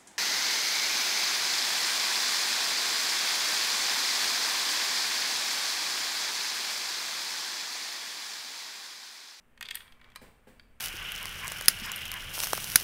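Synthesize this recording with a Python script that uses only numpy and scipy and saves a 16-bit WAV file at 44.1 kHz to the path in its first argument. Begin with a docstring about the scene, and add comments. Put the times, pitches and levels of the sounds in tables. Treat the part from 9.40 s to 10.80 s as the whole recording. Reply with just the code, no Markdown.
"""A small room, a toy of plastic bricks on a table. A small hard ball drops in, clacks from wall to
wall, rolls down a chute over the brick seams and lands in a tray. Each knock is a contact tick plus
ringing plastic modes; rolling is a stream of tiny contacts. The base bumps the table twice as the hand
lets go, and a lever clicks back. Behind it: room echo, air, faint hum, low handling rumble."""
import sys
import numpy as np
from scipy import signal
from scipy.fft import rfft, irfft
from scipy.io import wavfile

SR = 44100
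rng = np.random.default_rng(int(sys.argv[2]) if len(sys.argv) > 2 else 0)


def materialize(psi):
    """Save the field psi as 16-bit PCM at rate SR to the path in sys.argv[1].

    A 1-D psi becomes a single channel; in a 2-D psi each row is a channel.
    """
    bounded = np.clip(np.atleast_2d(psi).T, -1, 1)
    quanta = np.round(bounded * 32767).astype(np.int16)
    wavfile.write(sys.argv[1], SR, quanta)


N = 61739

# room air spectrum (frequency [Hz], density [dB])
AIR_SPECTRUM = [(20, -7), (80, -17), (240, -16.5), (310, -27.5), (450, -22), (750, -26.5), (1700, -27),
                (2800, -31), (4200, -44), (6500, -46.5), (8700, -41), (11000, -47), (16000, -42.5)]
AIR_DB, HUM_HZ, HUM_DB = -65.5, 240, -72.5
# handling rumble envelope (time [s], level [dB])
RUMBLE_ENVELOPE = [(0, -81), (.2, -61.5), (.5, -60.5), (.8, -60.5), (1.1, -62.5), (1.25, -56.5), (1.4, -61)]
# handling rumble spectrum (frequency [Hz], density [dB])
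RUMBLE_SPECTRUM = [(1, -4), (10, -3), (25, -16), (45, -13), (90, -23.5), (250, -34), (2000, -64)]
# room decay (frequency [Hz], t60 [s])
ROOM_DECAY = [(200, 0.7), (2500, 0.41), (15000, 0.44)]
# room echo strength (frequency [Hz], gain [dB])
ROOM_GAIN = [(200, -9), (1000, -7.5), (2000, -13), (3300, -11.5), (5500, -13), (8700, -12.5), (13000, -19)]
PREDELAY_S, LOWPASS_HZ = 0.008, 15700

# base on table (time [s], thud [dB], tail [dB], rise [s], tail t60 [s])
BASE_BUMPS = [(.813, -49.5, -52, 0.0027, 0.48), (1.069, -49, -56.5, 0.0043, 0.49)]
# table modes (frequency [Hz], level [dB], t60 [s])
TABLE_MODES = [(111, -16, 0.18), (210, -10, 0.35), (253.8, -3.5, 0.17), (415.7, -4.5, 0.15),
               (512.6, -4, 0.18), (847, -1, 0.04), (1665, -11, 0.1)]
# soft noisy tail with faint high hiss after each thud (frequency [Hz], density [dB])
THUD_TAIL_SPECTRUM = [(60, -1.5), (200, -0.5), (550, -1), (1200, -8.5), (1750, -5), (3500, -13.5),
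                      (6500, -22), (8600, -14.5), (11000, -24), (16000, -18)]
# lever modes (frequency [Hz], level [dB], t60 [s])
LEVER_MODES = [(1444, -5, 0.037), (1700, -1.5, 0.026), (2320, -4.5, 0.045), (2710, -10, 0.022),
               (3130, -2, 0.023), (3480, -2, 0.024), (3780, -4, 0.019), (4580, -0.5, 0.023),
               (4800, -2.5, 0.015)]
LEVER_S, LEVER_DB, LEVER_TICK_DB, LEVER_CLATTER_DB = 1.1962, -47, -60.5, -1.5

# rolling envelope (time [s], level [dB])
ROLL_ENVELOPE = [(.21, -92), (.25, -60), (.33, -63.5), (.41, -66), (.46, -67.5), (.58, -69), (.66, -63),
                 (.75, -69.5), (.8, -76), (1.0, -81)]
# rolling contact spectrum (frequency [Hz], density [dB])
ROLL_SPECTRUM = [(100, -27), (400, 7.5), (800, 1), (1050, 11.5), (2500, 4.5), (3600, -3.5), (5500, -11),
                 (16000, -26)]
# chute modes (frequency [Hz], level [dB], t60 [s])
CHUTE_MODES = [(1088, -11, 0.069), (1934, -6, 0.044), (2415, 5.5, 0.059), (3130, -6, 0.12),
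               (4450, -25, 0.066)]
GRAINS_PER_S, GRAIN_SPREAD_DB, CHUTE_DB = 1200, 1.5, -3

# ball on tray (time [s], ring [dB], tick [dB])
TRAY_HITS = [(0.7592, -41.5, -37.5), (0.7676, -56.5, -56), (0.7726, -52.5, -67)]
# tray modes (frequency [Hz], level [dB], t60 [s])
TRAY_MODES = [(1022, -1, 0.037), (1252, -7.5, 0.097), (1640, -8, 0.064), (1970, -1.5, 0.037),
              (2378, 0.5, 0.036), (3090, -8.5, 0.037), (4070, 6, 0.018), (5050, -13, .03),
              (8830, -2.5, 0.015)]
# dense fast tray modes (frequency [Hz], density [dB])
TRAY_SPECTRUM = [(150, -9), (700, 0), (1050, -12), (2400, -4), (3300, -14), (4200, 3.5), (5600, -14),
                 (16000, -37)]
TRAY_CLATTER_DB = -5

# loose piece snapping (time [s], level [dB])
PIECE_SNAPS = [(0.226, -66), (0.3535, -21.5)]
# dense modes of the loose piece (frequency [Hz], density [dB])
SNAP_SPECTRUM = [(100, -48), (5500, -34), (7800, -10.5), (8500, 2), (9400, 2), (10200, -9), (11800, -5.5),
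                 (12600, -3), (13600, 0.5), (14500, -17), (16000, -16)]
# fine rattle after a snap (frequency [Hz], density [dB])
RATTLE_SPECTRUM = [(300, -42), (4000, -20), (6500, -10), (8600, -9), (10000, -5.5), (15000, -4),
                   (16000, -1)]
RATTLE_DB = -27

# ball on walls (time [s], ring [dB], tilt at pivot [dB/oct], tick [dB])
WALL_HITS = [(0.1758, -48, -4, -60), (0.2094, -32, -7, -36.5), (0.2263, -30, 0, -36), (.2515, -44, 5, -53),
             (.2560, -38, 14.5, -50), (0.265, -46.5, 26, -74), (0.2864, -32.5, 3.5, -43.5),
             (0.306, -41, 13, -46), (0.3093, -28, 0, -33), (.3225, -52, 6, -54), (.3460, -34.5, 5, -40),
             (0.3542, -31.5, 3.5, -39), (0.3697, -36, 3.5, -62), (.4045, -43, 2, -58),
             (0.418, -49, -7, -54), (0.468, -59, 0, -68), (0.478, -51.5, -1, -72),
             (0.5223, -47.5, 4, -58.5), (0.614, -49, -11, -62.5), (.6430, -50.5, -3, -63.5),
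             (0.7015, -60, 3, -63), (.7185, -55, -3, -64), (0.7524, -54, -13, -57)]
# brick wall modes (frequency [Hz], level [dB], t60 [s])
WALL_MODES = [(935, -23, 0.044), (1546, -11, .035), (1870, -4.5, 0.029), (2172, -14.5, 0.064),
              (2570, -13.5, 0.052), (2832, -10.5, 0.034), (3274, -5, 0.028), (3464, -1.5, 0.016),
              (3870, -11, 0.016), (4316, -12, 0.024), (4700, -6, 0.012)]
# dense fast wall modes (frequency [Hz], density [dB])
WALL_SPECTRUM = [(150, -42), (700, -15.5), (1200, -6), (1750, -1.5), (2600, -0.5), (3400, 1.5),
                 (4000, -4.5), (4800, -7.5), (5600, -16.5), (16000, -38)]
WALL_CLATTER_DB, WALL_CLATTER_T60_S, WALL_CLATTER_RISE_S = -1.5, 0.023, 0.00096
# ball-plastic contact (frequency [Hz], density [dB])
TICK_SPECTRUM = [(100, -38), (600, -18), (2000, 0), (4500, -6.5), (5400, -4), (6500, -1), (9200, -2.5),
                 (10400, -4.5), (12500, -6), (16000, -10)]
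BRICK_RISE_S, PIVOT_HZ, TILT_WIDTH_OCT = 0.001, 2800, 0.51


def amp(db):
    """dB to gain."""
    return 10 ** (np.asarray(db) / 20)


def unit(x):
    """Scale to rms 1."""
    return x / np.sqrt(np.mean(x ** 2) + 1e-20)


def read(points, hz):
    """Table lookup over log frequency."""
    points_hz, values = np.transpose(points)
    return np.interp(np.log(hz + 1), np.log(points_hz + 1), values)


def envelope(points):
    """Scene-long gain from (time [s], level [dB])."""
    return amp(np.interp(np.arange(N) / SR, *np.transpose(points)))


def add(mix, start_s, sound):
    """Mix in at start_s."""
    part = mix[round(start_s * SR):][:len(sound)]
    part += sound[:len(part)]


def tilt_db(hz, tilt_db_oct):
    """Positive tilt brightens a knock, negative tilt dulls it; the slope levels off."""
    return tilt_db_oct * TILT_WIDTH_OCT * np.tanh(np.log2((hz + 1) / PIVOT_HZ) / TILT_WIDTH_OCT)


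def coloured(x, spectrum, tilt_db_oct=0):
    """Filter by a tilted spectrum; rms 1."""
    hz = np.fft.rfftfreq(len(x), 1 / SR)
    gain = amp(read(spectrum, hz) + tilt_db(hz, tilt_db_oct))
    return unit(irfft(rfft(x) * gain, len(x)))


def burst(spectrum, t60_s, rise_s, tilt_db_oct=0):
    """Many close modes swell and die together, as shaped noise."""
    t = np.arange(SR // 2) / SR
    noise = coloured(rng.standard_normal(len(t)), spectrum, tilt_db_oct)
    return noise * (1 - np.exp(-t / rise_s)) * np.exp(-np.log(1000) * t / t60_s)


def ring(modes, rise_s, tilt_db_oct=0, detune=0.012, scatter_db=1.5):
    """Decaying modes; each blow hits another spot, shifting pitch and strength slightly."""
    t = np.arange(SR // 2) / SR
    out = np.zeros(len(t))
    for k, (hz, db, t60_s) in enumerate(modes):
        shift, spot = rng.standard_normal(2)
        wave = np.sin(2 * np.pi * hz * (1 + detune * shift) * t)
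        gain = amp(db + tilt_db(hz, tilt_db_oct) + scatter_db * spot)
        out += (-1) ** k * gain * np.exp(-np.log(1000) * t / t60_s) * wave
    return out * (1 - np.exp(-t / rise_s))


def background():
    """Room air, faint hum, handling rumble."""
    air = amp(AIR_DB) * coloured(rng.standard_normal(N), AIR_SPECTRUM)
    hum = amp(HUM_DB) * np.sin(2 * np.pi * HUM_HZ * np.arange(N) / SR)
    rumble = envelope(RUMBLE_ENVELOPE) * coloured(rng.standard_normal(N), RUMBLE_SPECTRUM)
    return air + hum + rumble


def room(x):
    """Diffuse tail; treble dies faster than bass."""
    hz, t, noise = signal.stft(rng.standard_normal(SR), SR, nperseg=256)
    t60_s = read(ROOM_DECAY, hz)[:, None]
    decay = np.exp(-np.log(1000) * t / t60_s)
    energy_norm = np.sqrt(2 * np.log(1000) / (t60_s * SR))
    tail = noise * decay * energy_norm * amp(read(ROOM_GAIN, hz))[:, None]
    response = np.zeros(SR)
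    add(response, PREDELAY_S, signal.istft(tail, SR, nperseg=256)[1])
    return signal.fftconvolve(x, response)[:N]


def base_bumps():
    """The base thuds on the table; each thud has a soft noisy tail with faint high hiss."""
    out = np.zeros(N)
    for start_s, thud_db, tail_db, rise_s, t60_s in BASE_BUMPS:
        thud = amp(thud_db) * ring(TABLE_MODES, rise_s)
        tail = amp(tail_db) * burst(THUD_TAIL_SPECTRUM, t60_s, rise_s)
        add(out, start_s, thud + tail)
    return out


def tick():
    """Sharp contact on plastic."""
    return burst(TICK_SPECTRUM, t60_s=0.017, rise_s=0.0001)


def lever_click():
    """The released lever hits its stop and jars the walls."""
    out = np.zeros(N)
    modes = ring(LEVER_MODES, rise_s=0.0005)
    clatter = burst(WALL_SPECTRUM, WALL_CLATTER_T60_S, WALL_CLATTER_RISE_S, tilt_db_oct=-2)
    body = modes + amp(LEVER_CLATTER_DB) * clatter
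    add(out, LEVER_S, amp(LEVER_DB) * body + amp(LEVER_TICK_DB) * tick())
    return out


def rolling():
    """Tiny contacts of the rolling ball excite the chute."""
    contacts = rng.random(N) < GRAINS_PER_S / SR
    grains = contacts * rng.standard_normal(N)
    grains *= amp(GRAIN_SPREAD_DB * np.minimum(rng.exponential(1, N), 3))
    chute = unit(signal.fftconvolve(grains, ring(CHUTE_MODES, BRICK_RISE_S))[:N])
    return (coloured(grains, ROLL_SPECTRUM) + amp(CHUTE_DB) * chute) * envelope(ROLL_ENVELOPE)


def tray_landing():
    """The ball strikes the tray, rings it and settles."""
    out = np.zeros(N)
    for start_s, ring_db, tick_db in TRAY_HITS:
        modes = ring(TRAY_MODES, rise_s=0.00045)
        clatter = amp(TRAY_CLATTER_DB) * burst(TRAY_SPECTRUM, t60_s=0.038, rise_s=0.00049)
        add(out, start_s, amp(ring_db) * (modes + clatter) + amp(tick_db) * tick())
    return out


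def loose_piece():
    """A loose piece snaps at two hard knocks and rattles on."""
    out = np.zeros(N)
    for start_s, db in PIECE_SNAPS:
        rattle = amp(RATTLE_DB) * burst(RATTLE_SPECTRUM, t60_s=0.28, rise_s=0.0073)
        snap = burst(SNAP_SPECTRUM, t60_s=0.014, rise_s=0.00045)
        add(out, start_s, amp(db) * (snap + rattle))
    return out


def wall_clacks():
    """Each knock of the ball ticks and rings the brick walls."""
    out = np.zeros(N)
    for start_s, ring_db, tilt_db_oct, tick_db in WALL_HITS:
        modes = ring(WALL_MODES, BRICK_RISE_S, tilt_db_oct)
        clatter = burst(WALL_SPECTRUM, WALL_CLATTER_T60_S, WALL_CLATTER_RISE_S, tilt_db_oct)
        body = modes + amp(WALL_CLATTER_DB) * clatter
        add(out, start_s, amp(ring_db) * body + amp(tick_db) * tick())
    return out


def scene():
    """Toy, room echo and background; mono."""
    toy = wall_clacks() + loose_piece() + tray_landing() + lever_click() + rolling() + base_bumps()
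    return (toy + room(toy) + background())[None]


def record(dry):
    """Low-pass band limit."""
    lowpass = signal.firwin(255, LOWPASS_HZ, window=("kaiser", 8), fs=SR)
    return signal.oaconvolve(dry, lowpass[None], "same")


dry = scene()
out = record(dry)
materialize(out)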